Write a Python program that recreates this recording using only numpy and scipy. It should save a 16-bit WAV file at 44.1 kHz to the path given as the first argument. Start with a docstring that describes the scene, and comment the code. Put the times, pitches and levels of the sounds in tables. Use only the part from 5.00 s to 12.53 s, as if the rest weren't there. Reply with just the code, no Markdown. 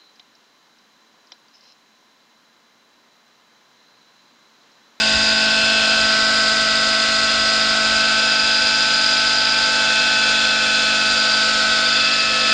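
"""A radio-controlled helicopter hovers over an airfield, a few metres from a single microphone.
Its two-stroke engine buzzes and rasps through the silencer; geared to it, the rotors thrum and swish
and the drive train whines. The colour shifts as the craft turns and as its height changes the echo
off the ground. Light puffs of wind touch the microphone."""
import sys
import numpy as np
from scipy import signal
from scipy.fft import rfft, irfft, next_fast_len
from scipy.io import wavfile
from scipy.ndimage import map_coordinates

SR = 44100
rng = np.random.default_rng(int(sys.argv[2]) if len(sys.argv) > 2 else 0)


def to_wav(s):
    """Save 16-bit WAV."""
    ch = np.atleast_2d(s).T  # columns
    pcm = np.round(np.clip(ch, -1, 1) * 32767)  # PCM
    wavfile.write(sys.argv[1], SR, pcm.astype(np.int16))


N = 332073

MAIN_TURN = .1173  # main rotor turns per crank turn
# Crankshaft speed. 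Each row: time in seconds, firings per second.
SPEED = [(0.0, 218.2), (1.2, 218.4), (2.4, 218.3), (4.15, 217.8), (4.6, 219.0), (5.0, 217.4), (5.9, 216.2),
         (6.6, 216.6), (7.0, 216.6), (7.53, 217.3)]
# The ground echo reaches the microphone later as the craft climbs. Each row: time, lag, both in seconds.
GROUND_LAG = [(0.0, 0.001076), (0.24, 0.001061), (0.94, 0.0012), (1.22, 0.001293), (2.36, 0.0014),
              (2.91, 0.001254), (3.66, 0.001234), (3.79, 0.00126), (4.69, 0.001274), (4.97, 0.001227),
              (5.74, 0.001205), (6.86, 0.001339), (7.22, 0.001544), (7.53, 0.001553)]


def amp(db):
    """Decibels to gain."""
    return 10 ** (np.asarray(db) / 20)


def unit(x):
    """x scaled to rms 1."""
    return x / np.sqrt(np.mean(np.abs(x) ** 2) + 1e-20)


def curves(rows):
    """One value per sample for each column after the time."""
    times, *columns = np.transpose(rows)
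    return [np.interp(np.arange(N) / SR, times, column) for column in columns]


def wobble(rate):
    """A smooth random curve, rate knots a second."""
    return map_coordinates(rng.standard_normal(int(N * rate / SR) + 4), [np.arange(N) * rate / SR])


def filtered(x, response):
    """x through a response given as a function of Hz."""
    size = next_fast_len(N + 8192)
    return irfft(rfft(x, size) * response(np.fft.rfftfreq(size, 1 / SR)), size)[:N]


def coloured(x, points):
    """x shaped by (Hz, dB) points, at rms 1."""
    points_hz, db = np.transpose(points)
    return unit(filtered(x, lambda hz: amp(np.interp(np.log(hz + 1), np.log(points_hz), db))))


def noise():
    """White noise."""
    return rng.standard_normal(N)


def flutter(width_hz, clear_hz=.01):
    """Complex unsteadiness that gives a tone skirts of this half width, thinned within clear_hz of it."""
    step = 20  # samples between drawn points
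    hz = np.fft.fftfreq(N // step + 2, step / SR)
    real, imag = rng.standard_normal((2, len(hz)))
    skirts = np.abs(hz) / np.hypot(hz, clear_hz) / (1 + (hz / width_hz) ** 2)
    coarse = np.fft.ifft((real + 1j * imag) * skirts)
    return unit(np.interp(np.arange(N) / step, np.arange(len(hz)), coarse))


def tone(phase, unsteady):
    """A tone of rms 1 whose size and phase are shaken."""
    return unit(np.real(np.exp(1j * phase) * (1 + unsteady)))


def gate(phase, depth, sharp):
    """One swell per turn of the phase."""
    return unit(1 + depth * np.exp(sharp * (np.cos(phase) - 1)))


def resonance(hz, centre_hz, width_hz):
    """One mode's response, 1 at its centre."""
    return 1j * hz * width_hz / (centre_hz ** 2 - hz ** 2 + 1j * hz * width_hz)


def turned(start_s=2.5, length_s=0.98):
    """How far the craft has swung round, 0 to 1; it aims its exhaust differently from then on."""
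    return np.clip((np.arange(N) / SR - start_s) / length_s, 0, 1)


def exhaust_buzz(crank, effort_db):
    """Firing pulses, roughened by uneven burns; each partial swells and fades against its ground echo."""
    # The pulse's partials. Each row: crank order, level in dB, dB gained by the turn, share of
    # ground echo, phase of that echo in radians.
    partials = [(1.0, -29.0, -3, 0.55, -1.15), (2.0, -51.5, -3.5, 0.65, -1.9), (3.0, -34.5, -5, 0.53, -0.5),
                (4.0, -41.5, 3, 0.58, -1.18), (5.0, -36.5, -6, 0.27, -1.35), (6.0, -32.5, 0.4, 1, -0.54),
                (7.0, -25.5, -0.4, 0.42, -0.5), (8.0, -49.5, 12.5, 0.82, -1.5),
                (9.0, -37, -8.5, 0.98, -1.5), (10.0, -45, -2.0, 0.3, -8.5), (11.0, -41.5, 0, 0.12, -8.5),
                (12.0, -31.5, 4.5, 0.56, -0.35), (13.0, -38, -2.5, 0.35, 1.7), (14.0, -38.5, -2, 0.75, -3),
                (15.0, -37, 2, 0.2, -2), (16.0, -44.0, 12.1, 0.55, 0.53), (17.0, -50.5, 5.6, 0.33, -6),
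                (18.0, -47.5, -2, 0.64, 3.7), (19.0, -37.5, -11, 0.05, 3.5), (20.0, -49.5, 3, 0.29, 6.5)]
    # A passing change of colour. Each row: time in seconds, depth from 0 to 1.
    swell_depth = [(3, 0), (3.8, .7), (4.6, 1), (5.5, 0)]
    # The firing tone sinks and the fourth partial swells. Each entry: crank order, dB at full depth.
    swell_db = {1: -3.5, 4: 5.5}
    scatter_rad = 0.048  # how early or late a burn comes
    firing = crank + scatter_rad * unit(np.real(flutter(width_hz=50, clear_hz=22)))
    lag_s, = curves(GROUND_LAG)
    lag_rad = 2 * np.pi * SPEED[0][1] * lag_s
    turn = turned()
    swell, = curves(swell_depth)
    buzz = np.zeros(N)
    for order, db, turn_db, echo, echo_phase in partials:
        comb = np.abs(1 + echo * np.exp(1j * (echo_phase - order * lag_rad)))
        smear = .16 * order ** 2  # the silencer smears each pulse into a short chirp
        partial = tone(order * firing - smear, .06 * flutter(width_hz=110, clear_hz=60))
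        drift_db = (.25 + .05 * order) * wobble(2.54) + swell_db.get(order, 0) * swell
        buzz += amp(db + turn_db * turn + drift_db) * comb * partial
    return amp(0.47 * effort_db) * buzz


def exhaust_rasp(crank, effort_db):
    """Each firing lets out a puff of turbulent gas, which also rings the silencer and the casing."""
    # Colours of the gas's rasp and its hiss. Each row: frequency in Hz, relative level in dB.
    rasp_colour = [(600, -18.5), (1150, -13.5), (1350, -4), (1800, -3.5), (2100, -3), (2350, -3),
                   (2600, 2.5), (2900, -3), (3500, 2), (4250, -1.5), (4550, -0.5), (5250, -1.5),
                   (5700, -6.5), (6500, -54)]
    hiss_colour = [(3500, -34), (5500, -10.5), (6000, -1.5), (6400, 0), (6800, -2), (7250, -1.5),
                   (7650, -4), (8000, -9.5), (8650, -9), (8950, -11.5), (9200, -18), (9900, -28),
                   (10400, -41), (11300, -52.5)]
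    # The casing's resonances. Each row: centre in Hz, width in Hz, strength in dB.
    casing_modes = [(3490, 64, -8.5), (3760, 100, -10), (4204, 146, 2.5), (5170, 210, -10.5)]
    silencer = lambda hz: resonance(hz, centre_hz=1437, width_hz=114) ** 2
    casing = lambda hz: 1 + sum(amp(db) * np.abs(resonance(hz, centre, width)) ** 2
                                for centre, width, db in casing_modes)
    ring = unit(filtered(noise() * gate(crank, depth=6.6, sharp=5.3), silencer))
    # gas rushes on both strokes
    ports = gate(crank + 1.3, depth=0.2, sharp=4.4) * gate(2 * crank + 3, depth=0.36, sharp=1.5)
    rasp = unit(filtered(coloured(noise() * ports, rasp_colour), casing))
    hiss = coloured(noise() * gate(crank + 0.61, depth=0.65, sharp=1.5), hiss_colour)
    hollow_hz, hollow_width_hz, hollow_db = 7960, 270, -5.5
    hollow = filtered(hiss, lambda hz: amp(hollow_db * np.exp(-((hz - hollow_hz) / hollow_width_hz) ** 2)))
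    hiss += turned() * (hollow - hiss)  # one band goes hollow with the turn
    flicker_db = 0.65 * wobble(60) + 0.76 * wobble(3.6)
    ring *= amp(-33.5 + 0.87 * effort_db)
    rasp *= amp(-21 + .1 * effort_db + 0.1 * turned())
    hiss *= amp(-33 + .25 * effort_db + flicker_db)
    return ring + over_ground(rasp + hiss)


def over_ground(x, share=0.18, phase_rad=-0.27):
    """A weak echo off the ground combs the treble at the microphone and shifts as the craft moves."""
    lag_s, = curves(GROUND_LAG)
    samples = np.arange(N)
    echo = np.real(signal.hilbert(x) * np.exp(1j * phase_rad))
    return x + share * np.interp(samples - lag_s * SR, samples, echo)


def rotors(crank, effort_db):
    """Blades and gears hum at fixed ratios of the crank; the air swishes as each of two blades passes."""
    # Main blades, tail blades and gear meshes. Each row: crank order, relative level in dB,
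    # dB gained by the turn.
    rotor_lines = [(.2346, -50.5, -.5), (.4692, -54, 0), (1.096, -58, 0), (1.4692, -60, 0),
                   (2.096, -51, -1), (3.12, -46, -2), (10.915, -46, 5.5), (13.15, -44, 0), (19.485, -39, 0)]
    # Colour of the swish. Each row: frequency in Hz, relative level in dB.
    swish_colour = [(60, -24), (130, -12), (280, -4.5), (360, -7.5), (430, -8.5), (510, 3), (600, 1),
                    (750, 4), (830, -5.5), (1100, -6), (1500, -26), (3000, -59)]
    blade = 2 * MAIN_TURN * crank
    turn = turned()
    thrum = np.zeros(N)
    for order, db, turn_db in rotor_lines:
        gain = amp(db + turn_db * turn + 1.2 * wobble(3.0))
        thrum += gain * tone(order * crank, 0.09 * order * flutter(width_hz=8))
    hum_db = -53.5 + 1.83 * np.arange(N) / SR  # a fuzzy hum of the blades grows steadily
    hum = amp(hum_db) * tone(10 * blade, 1.4 * flutter(width_hz=11))
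    swish = coloured(noise() * gate(blade, depth=0.49, sharp=3.8), swish_colour)
    swish_db = -35.5 + 0.39 * effort_db - 0.5 * turn
    return amp(-0.5) * thrum + hum + amp(swish_db) * swish + blade_warble(crank, blade)


def blade_warble(crank, blade):
    """Each passing blade scatters the firing tone, bending its phase more than its size."""
    chop = np.exp(.95j * np.sin(blade)) * (1 + .42 * np.cos(blade))
    return amp(-40.5) * unit(np.real(np.exp(1j * crank) * (chop - chop.mean())))


def drive_whine(crank):
    """A high whine, probably of a bearing, whose load throbs with the main rotor and with the piston."""
    # The whine's rise and fall. Each row: time in seconds, relative level in dB.
    whine_level = [(0.0, -23.5), (0.35, -23), (0.7, -27), (1.1, -24.5), (1.7, -24.5), (2.05, -26),
                   (2.45, -24), (3.0, -25.5), (3.5, -23.5), (4.55, -22.5), (4.85, -30), (5.85, -32),
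                   (6.25, -24.5), (6.68, -29.5), (6.95, -25), (7.2, -26), (7.36, -29.6), (7.53, -24.2)]
    # Its thin clear core sags for a while, then recovers. Each row: time in seconds, pitch in Hz.
    core_pitch = [(0, 4870), (4.55, 4868), (4.9, 4745), (7.2, 4726), (7.53, 4870)]
    # Fuzzy overtones of the drive train. Each row: crank order, level in dB.
    overtones = [(16.8, -38), (25.7, -47.5), (28.9, -50), (32.55, -43.5), (33.5, -48.5), (34.6, -49),
                 (39, -56), (41.1, -60)]
    whine_db, = curves(whine_level)
    core_hz, = curves(core_pitch)
    rotor = MAIN_TURN * crank
    throb = 1 + .22 * np.cos(rotor) + .23 * np.cos(2 * rotor + 1) + .34 * np.cos(4 * rotor)
    piston = 1 + .3 * np.cos(2 * crank)
    tremble = .7 * unit(np.real(flutter(width_hz=70, clear_hz=10)))
    core_phase = 2 * np.pi * np.cumsum(core_hz + 3 * wobble(12)) / SR
    core = tone(core_phase + tremble, 0.032 * flutter(width_hz=5.2))
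    halo_hz = 4837 + .35 * (core_hz - core_hz.mean())  # a rough halo partly follows the core
    halo = unit(np.real(np.exp(2j * np.pi * np.cumsum(halo_hz) / SR) * flutter(width_hz=140)))
    halo_share = 0.74 + 0.0027 * (core_hz.max() - core_hz)  # rougher as it sags
    whine = amp(whine_db + 1.7) * unit((core + halo_share * halo) * throb * piston)
    singing = sum(amp(db + 0.83 * wobble(3.1)) * tone(order * crank, 1.4 * flutter(width_hz=45))
                  for order, db in overtones)
    return whine + singing


def wind(lull_s=3.2, puff_width_s=.045):
    """Lumpy air on the microphone: a light breeze that drops to a lull, and a few stronger puffs."""
    # Colour of the buffeting. Each row: frequency in Hz, relative level in dB.
    buffet_colour = [(8, -8.5), (25, -9), (60, 4), (100, -2), (160, -9), (400, -47.5)]
    # The puffs. Each row: time of the peak in seconds, level in dB.
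    puff_peaks = [(.17, -37), (.63, -43), (2.39, -46), (2.96, -41)]
    t = np.arange(N) / SR
    breeze = amp(np.where(t < lull_s, -48, -53))
    puffs = sum(amp(db) * np.exp(-((t - peak_s) / puff_width_s) ** 2) for peak_s, db in puff_peaks)
    buffet = unit(coloured(noise(), buffet_colour) * amp(2.5 * wobble(19)))
    return (breeze + puffs) * buffet


def scene():
    """The craft a few metres off in a breeze, driven by its slightly trembling crank and its effort."""
    # How hard the engine works, heard most in the silencer's ring. Each row: time in seconds,
    # relative level in dB.
    effort = [(0.0, -23.5), (0.85, -23), (1.6, -25.5), (2.35, -28), (2.95, -23.5), (3.6, -27.5),
              (4.45, -27.5), (4.8, -24.7), (5.8, -26.5), (6.7, -23.5), (7.2, -31), (7.53, -22.5)]
    speed_hz, = curves(SPEED)
    crank = 2 * np.pi * np.cumsum(speed_hz + 0.16 * wobble(35) + .15 * wobble(4)) / SR
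    effort_db, = curves(effort)
    effort_db -= effort_db.mean()
    engine = exhaust_buzz(crank, effort_db) + exhaust_rasp(crank, effort_db)
    mono = engine + rotors(crank, effort_db) + drive_whine(crank) + wind()
    return np.array([mono, mono])


def record(dry):
    """The microphone's chain passes nothing above its band limit."""
    top_hz = 11200
    return np.array([filtered(channel, lambda hz: hz < top_hz) for channel in dry])


dry = scene()
out = record(dry)
to_wav(out)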